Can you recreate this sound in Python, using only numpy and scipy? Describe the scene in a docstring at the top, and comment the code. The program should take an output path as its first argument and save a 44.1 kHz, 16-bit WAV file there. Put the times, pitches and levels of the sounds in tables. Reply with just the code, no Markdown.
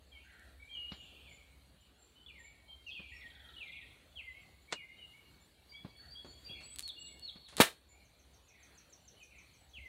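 """Songbirds whistle, buzz and trill in a tree-lined yard, heard from beside a feeder.
Each note is a gliding near-sine, roughened by flutter of the syrinx and scattered by walls and trees.
Under the birds lie a soft wash of air and the faint hum of a machine. The hand-held camera creaks,
ticks and bumps, and once knocks hard against something close by, which rings and clatters."""
import sys
import numpy as np
from scipy import signal
from scipy.fft import rfft, irfft, next_fast_len
from scipy.io import wavfile
from scipy.ndimage import uniform_filter1d

SR = 44100
rng = np.random.default_rng(int(sys.argv[2]) if len(sys.argv) > 2 else 0)


def transcribe(u):
    """Save the signal u as a 16-bit wav file named by the first command-line argument.

    u: samples, shape (n,) or (channels, n), limited to [-1, 1]; the rate is SR.
    q: integer samples, one column per channel.
    """
    v = np.clip(np.atleast_2d(u).T, -1, 1)
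    q = np.round(v * 32767).astype(np.int16)
    wavfile.write(sys.argv[1], SR, q)


N = 435708
TIME = np.arange(N) / SR


def amp(db):
    """Decibels to gain."""
    return 10 ** (np.asarray(db) / 20)


def unit_rms(x):
    """Scales to rms 1."""
    return x / np.sqrt(np.mean(x ** 2) + 1e-20)


def at_hz(points, hz):
    """Interpolates a (frequency, value) table on a log-frequency axis."""
    f, value = np.transpose(points)
    return np.interp(np.log(hz + 1), np.log(f + 1), value)


def add(mix, s, sound):
    """Mixes a sound in at time s."""
    part = mix[max(round(s * SR), 0):][:len(sound)]
    part += sound[:len(part)]


def wander(hz, size):
    """Smooth noise of rms 1, rolled off above hz."""
    padded = next_fast_len(size, True)
    lowpass = np.exp(-np.minimum(np.fft.rfftfreq(padded, 1 / SR) / hz, 10) ** 2)
    return unit_rms(irfft(rfft(rng.standard_normal(padded)) * lowpass, padded)[:size])


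def impulse(db):
    """Minimum-phase impulse with this spectrum."""
    cepstrum = irfft(np.log(amp(np.maximum(db, db.max() - 90))))
    half = len(cepstrum) // 2
    cepstrum[1:half] *= 2
    cepstrum[half + 1:] = 0
    return irfft(np.exp(rfft(cepstrum)))


def air(patch_db=2.5, drift_db=0.8):
    """Soft wash of the open yard: noise in shifting spectral patches."""
    colour = [(20, -28.5), (45, -6.5), (70, -5), (130, -10), (220, -13.5), (380, -16.5), (760, -18.5),
              (1050, -23.5), (2000, -25), (3200, -23), (4400, -21), (5100, -35.5), (9500, -31.5),
              (15800, -38)]  # wash spectrum (frequency [Hz], density [dB])
    levels = [(0, -68.5), (1.2, -64.5), (1.9, -69), (3, -66), (5.5, -66.5), (6.5, -63.5), (7.8, -68),
              (8.5, -67), (9.88, -65.5)]  # wash envelope (time [s], level [dB])
    hz = np.fft.rfftfreq(1024, 1 / SR)
    real, imag, patches = rng.standard_normal((3, len(hz), N // 256 + 5))
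    patches = unit_rms(uniform_filter1d(uniform_filter1d(patches, size=6, axis=0), size=14, axis=1))
    frames = (real + 1j * imag) * amp(at_hz(colour, hz)[:, None] + patch_db * patches)
    wash = unit_rms(signal.istft(frames, nperseg=1024, noverlap=768)[1][:N])
    return wash * amp(np.interp(TIME, *np.transpose(levels)) + drift_db * wander(5.6, N))


def hum(waver_share=0.006, tremble_db=2):
    """Close low tones of a machine waver together, beat and tremble."""
    partials = [(53.4, -71), (66.1, -68), (68.8, -71), (83, -76), (269, -85)]  # machine tones (frequency [Hz], relative level [dB])
    gains = [(0, 1), (.7, 3), (1.6, 1.5), (2.0, -6), (2.9, 3), (4.3, -2), (5.2, -8), (6.4, 1.5), (7.2, -3),
             (8.4, -2.5), (9.0, -9), (9.88, 2)]  # hum envelope (time [s], gain [dB])
    run_s = np.cumsum(1 + waver_share * wander(6, N)) / SR
    tones = sum(amp(db) * np.sin(2 * np.pi * (rng.random() + hz * run_s)) for hz, db in partials)
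    return 1.25 * tones * amp(np.interp(TIME, *np.transpose(gains)) + tremble_db * wander(16, N))


def case_ticks(ring_db=-12, ring_s=0.0046):
    """Each slip of the camera case is a sharp snap with a faint, short ring."""
    slips = [(0.396, -48.5), (6.7606, -30), (6.7867, -26), (6.7939, -21), (6.8066, -28.5), (6.8259, -34),
             (6.879, -30), (6.8906, -35), (7.196, -40), (7.5685, -21.5), (7.583, -27), (7.595, -24)]  # case slips (time [s], snap peak [dB])
    colour = [(300, -27.5), (1200, -13), (4000, 5), (5500, -6.5), (9000, 5), (12000, -5), (16000, -13.5)]  # snap spectrum (frequency [Hz], level [dB])
    out, t = np.zeros(N), TIME[:2048]
    snap = impulse(at_hz(colour, np.fft.rfftfreq(len(t), 1 / SR)))
    for s, db in slips:
        ring = rng.standard_normal(len(t)) * np.exp(-t / ring_s)
        tick = snap + amp(ring_db) * signal.fftconvolve(snap, ring / np.linalg.norm(ring))[:len(t)]
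        add(out, s, amp(db) * tick / abs(snap).max())
    return out


def case_bumps(blow_db=5, thump_hz=190, thump_s=0.0053):
    """A scuff swells into a blunt blow on the case, which rings briefly over a low thump."""
    body = [(25, -43.5), (60, -17), (130, -9.5), (300, -2), (800, -4.5), (1400, -4), (3000, -6.5),
            (4200, -1.5), (5200, -12.5), (8500, -12.5), (15500, -20)]  # case spectrum (frequency [Hz], density [dB])
    thumps = [(0.919, -48, 0), (2.995, -55, -4.5), (5.848, -48.5, -5.5), (7.357, -58, -2.5)]  # hand on the case (time [s], level [dB], tilt [dB/octave])
    scuffs = [(6.247, -53, -5.5), (6.497, -53.5, -9), (6.563, -56.5, -12.5), (6.607, -58.5, -0.5),
              (6.786, -53.5, 5.5), (7.485, -57, 2), (7.526, -56, -3), (7.569, -45, 2),
              (7.5814, -40.5, -1.3), (9.783, -53, -23)]  # fingers on the case (time [s], level [dB], tilt [dB/octave])
    clacks = [(4.7249, -34, 11), (4.7297, -47.5, 24), (7.6, -35, -5.5)]  # hard contacts (time [s], level [dB], extra blow gain [dB])
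    out, lead, size = np.zeros(N), 4096, 16384
    hz, t = np.fft.rfftfreq(size, 1 / SR), (np.arange(size) - lead) / SR
    octaves = np.log2(np.maximum(hz, 60) / 1000)
    thump = np.sin(2 * np.pi * thump_hz * t[lead:]) * np.exp(-t[lead:] / thump_s)

    def touch(s, db, tilt_db, swell_s, t60_s, sharp_db, top_hz, thump_db):
        """One contact; the blow lands at time s."""
        colour_db = at_hz(body, hz) + tilt_db * octaves - 10 * np.log10(1 + (hz / top_hz) ** 24)
        sound = unit_rms(irfft(amp(colour_db) * np.exp(2j * np.pi * rng.random(len(hz)))))
        sound *= np.where(t < 0, 0.16 * np.exp(-abs(t) / swell_s), 1000 ** (-abs(t) / t60_s))
        blow = impulse(colour_db)[:size - lead]
        sound[lead:] += amp(blow_db + sharp_db) * blow / abs(blow).max() + amp(thump_db) * thump
        add(out, s + t[0], amp(db) * sound)

    for row in thumps:
        touch(*row, swell_s=0.01, t60_s=0.15, sharp_db=-1, top_hz=5500, thump_db=11.5)
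    for row in scuffs:
        touch(*row, swell_s=0.006, t60_s=0.31, sharp_db=-6.5, top_hz=11000, thump_db=-8)
    for s, db, sharp_db in clacks:
        touch(s, db, -0.3, swell_s=0.0074, t60_s=0.08, sharp_db=sharp_db, top_hz=8595, thump_db=-21.5)
    return out


def knock(start_s=7.6016, push_s=0.00038, thud_hz=210, thud_s=0.0038, hold_s=0.018, fall_db_per_s=329):
    """The camera strikes something: pressure kick, dead thud, then ringing modes over a dense clatter."""
    modes = [(186, -10.5, 0.082), (453, -10.5, 0.19), (550, -11, 0.098), (658, -2.5, 0.12),
             (875, -1.5, 0.069), (1125, -5.5, 0.1), (1180, -5.5, 0.12), (1342, -6.5, .14),
             (1620, -7.5, 0.2), (1790, -2, .16), (2013, -13, .2), (2344, -6, 0.16), (2810, -8.5, 0.15),
             (3080, -9, 0.2), (3680, -9, 0.21), (3790, -6.5, .16)]  # struck object (frequency [Hz], relative level [dB], T60 [s])
    colour = [(40, -30.5), (150, -11.5), (400, -1.5), (1000, -0.5), (2000, -2), (3000, -2.5), (4100, -1),
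              (5000, -9.5), (6500, -10), (9000, -8), (12000, -13), (15500, -16)]  # clatter spectrum (frequency [Hz], density [dB])
    out, t = np.zeros(N), TIME[:SR // 2]
    u = t / push_s - 2
    push = amp(-10) * u * np.exp((1 - u ** 2) / 2)
    late_s = np.maximum(t - push_s, 0)
    thud = amp(-12) * np.sin(2 * np.pi * thud_hz * late_s) * np.exp(-late_s / thud_s)
    kick = signal.sosfilt(signal.butter(2, 90, "high", fs=SR, output="sos"), push + thud)
    ring = sum(amp(db) * 1000 ** (-t / t60_s) * np.sin(2 * np.pi * (hz * t + rng.random()))
               for hz, db, t60_s in modes)
    spectrum = amp(at_hz(colour, np.fft.rfftfreq(len(t), 1 / SR)))
    clatter = unit_rms(irfft(rfft(rng.standard_normal(len(t))) * spectrum, len(t)))
    dying_s = np.maximum(t - hold_s, 0)
    drop_db = 5.5 * np.minimum(dying_s / 0.0054, 1)
    clatter *= amp(-19.5 - drop_db - fall_db_per_s * dying_s)
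    attack = 1 - np.exp(-t / 0.00085)
    add(out, start_s, kick + (amp(-24) * ring + clatter) * attack)
    return out


def echoes(x, near_s, far_db, echoes_per_s=1500):
    """Near walls return an early cluster; trunks and branches scatter a longer, uneven tail."""
    decay = [(1500, .9), (3000, 0.83), (4500, .9), (6000, 0.6), (8000, 0.42)]  # yard reverberation (frequency [Hz], T60 [s])
    t = TIME[:SR]
    near, far = rng.standard_normal((2, SR)) * (rng.random((2, SR)) < echoes_per_s / SR)
    near = near * np.exp(-t / near_s) * (t > 0.006)
    far = far * (1 - np.exp(-t / 0.02)) * amp(3.4 * wander(11, SR))
    hz, frame_s, frames = signal.stft(far, SR, nperseg=256)
    frames *= 1000 ** (-frame_s / at_hz(decay, hz)[:, None])
    far = signal.istft(frames, SR, nperseg=256)[1][:SR]
    path = near / np.linalg.norm(near) + amp(far_db) * far / np.linalg.norm(far)
    return signal.fftconvolve(x, path / np.linalg.norm(path))[:N]


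def echo_share(db, even_db, spread_db):
    """Share of power arriving as echo: the fainter the call, the more hidden the bird."""
    return 0.5 - 0.5 * np.tanh((db - even_db) / spread_db)


def whistle(length_s, start_hz, middle_hz, end_hz, rasp_hz, db, flutter_hz=110, tremble_db=2, fade=0.34):
    """Near-sine note on a curved glide; flutter of the syrinx turns it into a warble or buzz."""
    size = int(np.clip(length_s * SR, 64, SR // 2))
    parabola = np.polyfit([0, 0.5, 1], [start_hz, middle_hz, end_hz], 2)
    glide_hz = np.polyval(parabola, np.linspace(0, 1, size))
    pitch_hz = glide_hz + 1.3 * rasp_hz * np.tanh(wander(flutter_hz, size + 4096)[:size])
    swell = signal.windows.tukey(size, fade) * amp(tremble_db * wander(66, size + 4096)[:size])
    return amp(db) * unit_rms(swell * np.sin(2 * np.pi * np.cumsum(pitch_hz) / SR))


def from_trees(notes, even_db, edge_db, near_s, far_db, flutter_hz, tremble_db, edge_delay_s=0.17):
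    """Notes arrive direct, scattered, and once more, blurred, off the far edge of the yard."""
    direct, scattered = np.zeros((2, N))
    for s, *shape, db in notes:
        note = whistle(*shape, db, flutter_hz, tremble_db)
        share = echo_share(db, even_db, spread_db=34.5)
        add(direct, s, np.sqrt(1 - share) * note)
        add(scattered, s, np.sqrt(share) * note)
        add(scattered, s + edge_delay_s, amp(edge_db) * note)
    return direct + echoes(scattered, near_s, far_db)


def repeats(call, times, gain_db):
    """Notes of a set call, each time it is sung."""
    return [(s + delay_s, *shape, db + note_db + gain_db)
            for s, db in times for delay_s, *shape, note_db in call]


def series(count, start_s, gap_s, peak_s, peak_db, rise_db_per_s, fall_db_per_s, slowing_s=0):
    """Times and levels of a run of syllables that swells and fades."""
    k = np.arange(count)
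    s = start_s + gap_s * k + slowing_s * k ** 2
    return zip(s, peak_db - np.maximum(rise_db_per_s * (peak_s - s), fall_db_per_s * (s - peak_s)))


def waver_hz(db):
    """Pitch scatter of a held note; doubles for each 7 dB fainter."""
    return 22 * 2 ** ((-57.5 - db) / 7)


def chorus(glide_share=0.038):
    """Many far birds call at random, heard only as echo."""
    bands = [(2140, 3200, 8, -79), (3610, 4550, 8.5, -77.5), (6430, 8400, 10, -80), (8500, 11500, 9, -85)]  # far birds (low [Hz], high [Hz], rate [notes/s], base level [dB])
    out = np.zeros(N)
    for low_hz, high_hz, per_s, db in bands:
        for when, pitch, length, slope, faintness in rng.random((200, 5))[:int(per_s * N / SR)]:
            size = int((0.032 + 0.041 * length) * SR)
            glide = 1 + glide_share * (2 * slope - 1) * np.linspace(-1, 1, size)
            hz = (low_hz + pitch * (high_hz - low_hz)) * glide
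            note = np.hanning(size) * np.sin(2 * np.pi * np.cumsum(hz) / SR)
            add(out, when * N / SR, amp(db - 3 * np.log(faintness + 0.018)) * note)
    return echoes(out, near_s=0.025, far_db=-3)


def buzzes(rasp_hz=250.8, sag_hz=89.7, gain_db=1):
    """Rough, sagging warbles from deep in the wood, heard only as echo."""
    warbles = [(.165, 0.1, 2680, -68.5), (0.224, 0.27, 1683, -66.5), (.911, 0.17, 7100, -75),
               (0.929, 0.43, 3240, -66.5), (.95, .3, 2600, -69), (2.905, 0.049, 3200, -52.5),
               (2.877, 0.079, 4410, -69), (3.009, .25, 2512, -62), (3.3, .24, 1640, -68),
               (3.714, 0.089, 2423, -55.5), (5.988, 0.087, 1646, -68), (6.447, .2, 2518, -61.5),
               (8.465, .22, 2268, -70.5), (8.553, 0.3, 1660, -77), (9.297, .14, 2296, -65)]  # buzzy notes (time [s], length [s], pitch [Hz], level [dB])
    deep = np.zeros(N)
    for s, length_s, hz, db in warbles:
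        add(deep, s - 0.012, whistle(length_s, hz + sag_hz, hz, hz - sag_hz, rasp_hz, db + gain_db))
    return echoes(deep, near_s=0.014, far_db=-5)


def seeps(gain_db=1, waver_share=0.6):
    """Thin, very high calls on a nearly straight glide."""
    calls = [(1.287, .1, 7100, 7120, -71), (1.979, 0.085, 7460, 7300, -69.5),
             (2.382, .11, 7310, 7210, -64.5), (3.08, 0.1, 7120, 6960, -78), (3.137, 0.06, 5575, 5370, -72),
             (6.25, .11, 7120, 7070, -71), (6.624, 0.135, 7800, 8040, -58),
             (6.977, 0.18, 7640, 7930, -60.5), (7.881, 0.069, 7080, 7050, -70),
             (9.58, .06, 7970, 7880, -74.5)]  # high calls (time [s], length [s], start [Hz], end [Hz], level [dB])
    notes = [(s, length_s, start, (start + end) / 2, end, waver_share * waver_hz(db), db + gain_db)
             for s, length_s, start, end, db in calls]
    return from_trees(notes, even_db=-63, edge_db=-26.5, near_s=0.023, far_db=-6,
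                      flutter_hz=110.2, tremble_db=2.5)


def rattle():
    """An even run of falling chips that grows slowly and dies quickly."""
    chips = np.zeros(N)
    for s, db in series(16, start_s=3.208, gap_s=0.0465, peak_s=3.7, peak_db=-57.5,
                        rise_db_per_s=11.5, fall_db_per_s=50):
        add(chips, s, whistle(0.0151, 4170, 3347, 3260, rasp_hz=113, db=db, tremble_db=3))
    return chips + echoes(chips, near_s=0.015, far_db=-6)


def trill():
    """A high two-stroke trill swells into the open and fades, slowing a little."""
    # one syllable (delay [s], length [s], start [Hz], middle [Hz], end [Hz], rasp [Hz], level [dB])
    strokes = [(-.026, 0.02, 8100, 7240, 6800, 40.05, -14), (.001, 0.0238, 6760, 6080, 5160, 40, -3)]
    direct, scattered = np.zeros((2, N))
    for s, db in series(13, start_s=8.041, gap_s=0.1432, peak_s=9.0, peak_db=-54.5,
                        rise_db_per_s=15.5, fall_db_per_s=21, slowing_s=0.00057):
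        share = echo_share(db, even_db=-58, spread_db=12)
        for delay_s, *shape, stroke_db in strokes:
            stroke = whistle(*shape, db + stroke_db, fade=0.78)
            add(direct, s + delay_s, np.sqrt(1 - share) * stroke)
            add(scattered, s + delay_s, np.sqrt(share) * stroke)
    return direct + echoes(scattered, near_s=0.026, far_db=-14)


def chiming_bird():
    """One bird sings three chimes and two hooked whistles, echoed by the far edge of the yard."""
    # two-note calls (delay [s], length [s], start [Hz], middle [Hz], end [Hz], rasp [Hz], level [dB])
    chime = [(0, .042, 4783, 4705, 4650, 28, -3.1), (.044, .061, 3187, 3356, 3335, 24.2, 0)]
    hook = [(0, .064, 4430, 4350, 4266, 5, 0), (.055, .03, 4230, 3670, 3146, 35, 0.99)]
    # when each is sung (time [s], level [dB])
    chime_times = [(5.690, -58.5), (6.104, -55), (6.445, -52.5)]
    hook_times = [(6.825, -46), (7.219, -47.5)]
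    notes = repeats(chime, chime_times, gain_db=3) + repeats(hook, hook_times, gain_db=0)
    return from_trees(notes, even_db=-58, edge_db=-12.5, near_s=0.017, far_db=-4.5,
                      flutter_hz=90, tremble_db=1.5)


def songs(gain_db=1, arch_hz=25, mid_slur_share=0.189):
    """From the near trees: slightly arched whistles, slurs that drop fast and level off, steep dives."""
    whistles = [(.594, .051, 2280, -59), (0.663, 0.078, 2354, -61), (0.687, 0.1, 3200, -56),
                (.765, 0.085, 2863, -46), (.88, 0.029, 2886, -51), (1.765, .11, 3030, -75),
                (2.145, 0.12, 3045, -67), (2.261, 0.014, 3430, -53.5), (2.435, .073, 2242, -60.5),
                (2.677, 0.068, 3160, -55.5), (2.912, 0.027, 3287, -58), (3.117, 0.052, 1948, -57),
                (3.562, 0.038, 2940, -51), (4.345, 0.051, 2177, -59), (4.673, 0.06, 2250, -60),
                (4.733, 0.026, 2854, -49), (4.884, 0.046, 2100, -58.5), (5.125, .085, 2244, -64),
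                (5.716, 0.07, 2260, -58), (5.957, 0.16, 4445, -60.5), (6.218, 0.12, 4445, -63),
                (6.533, .13, 4345, -60), (6.956, .11, 2834, -55.5), (7.074, .085, 2204, -67.5),
                (7.882, 0.16, 2300, -72), (9.164, .049, 3000, -63.5)]  # held notes (time [s], length [s], pitch [Hz], level [dB])
    slurs = [(.112, 0.062, 3350, 3085, -60), (0.119, 0.072, 2480, 2225, -62),
             (.731, 0.051, 3437, 2850, -49.5), (1.244, 0.09, 2770, 2186, -61),
             (1.365, 0.0587, 2630, 2180, -66), (2.281, 0.035, 3190, 2440, -55.5),
             (2.333, 0.096, 2470, 1880, -61.5), (2.862, .055, 2880, 2574, -49),
             (2.866, .045, 6930, 4700, -71), (2.944, 0.059, 2900, 2479, -50), (3, .063, 2564, 2333, -60.5),
             (3.207, 0.074, 2074, 1885, -56), (3.601, .048, 2850, 2400, -48),
             (3.649, 0.055, 2230, 2100, -56), (3.79, 0.056, 2150, 1924, -63.5),
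             (4.765, 0.087, 2650, 2093, -55.5), (4.977, 0.089, 3140, 2850, -56.5),
             (9.203, 0.0348, 2790, 2440, -58.5)]  # falling notes (time [s], length [s], top [Hz], low [Hz], level [dB])
    # two-note call (delay [s], length [s], start [Hz], middle [Hz], end [Hz], rasp [Hz], level [dB])
    dive = [(0, .07, 3516, 2826, 1900, 14, -1.5), (.084, 0.0925, 2180, 2042, 2030, 16, -6.5)]
    dive_times = [(4.153, -48.5), (9.731, -52.5)]  # when it is sung (time [s], level [dB])
    slur_rasp_hz = 36
    notes = [(s, length_s, hz - arch_hz, hz + arch_hz / 2, hz - arch_hz, waver_hz(db), db + gain_db)
             for s, length_s, hz, db in whistles]
    notes += [(s, length_s, top, low + mid_slur_share * (top - low), low, slur_rasp_hz, db + gain_db)
              for s, length_s, top, low, db in slurs]
    notes += repeats(dive, dive_times, gain_db)
    return from_trees(notes, even_db=-57, edge_db=-21.5, near_s=0.018, far_db=-6,
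                      flutter_hz=85, tremble_db=2.5)


def scene():
    """Birds in the yard, handling noise at the microphone, air and hum under both."""
    birds = songs() + seeps() + chiming_bird() + buzzes() + rattle() + trill() + chorus()
    return (birds + case_ticks() + case_bumps() + knock() + air() + hum())[None]


def record(dry):
    """Microphone bass roll-off, then the recorder's band limit."""
    low_hz, top_hz = 52, 15780
    lean = signal.sosfilt(signal.butter(3, low_hz, "high", fs=SR, output="sos"), dry)
    lowpass = signal.firwin(511, top_hz, window=("kaiser", 9), fs=SR)
    return signal.oaconvolve(lean, lowpass[None], "same")


dry = scene()
out = record(dry)
transcribe(out)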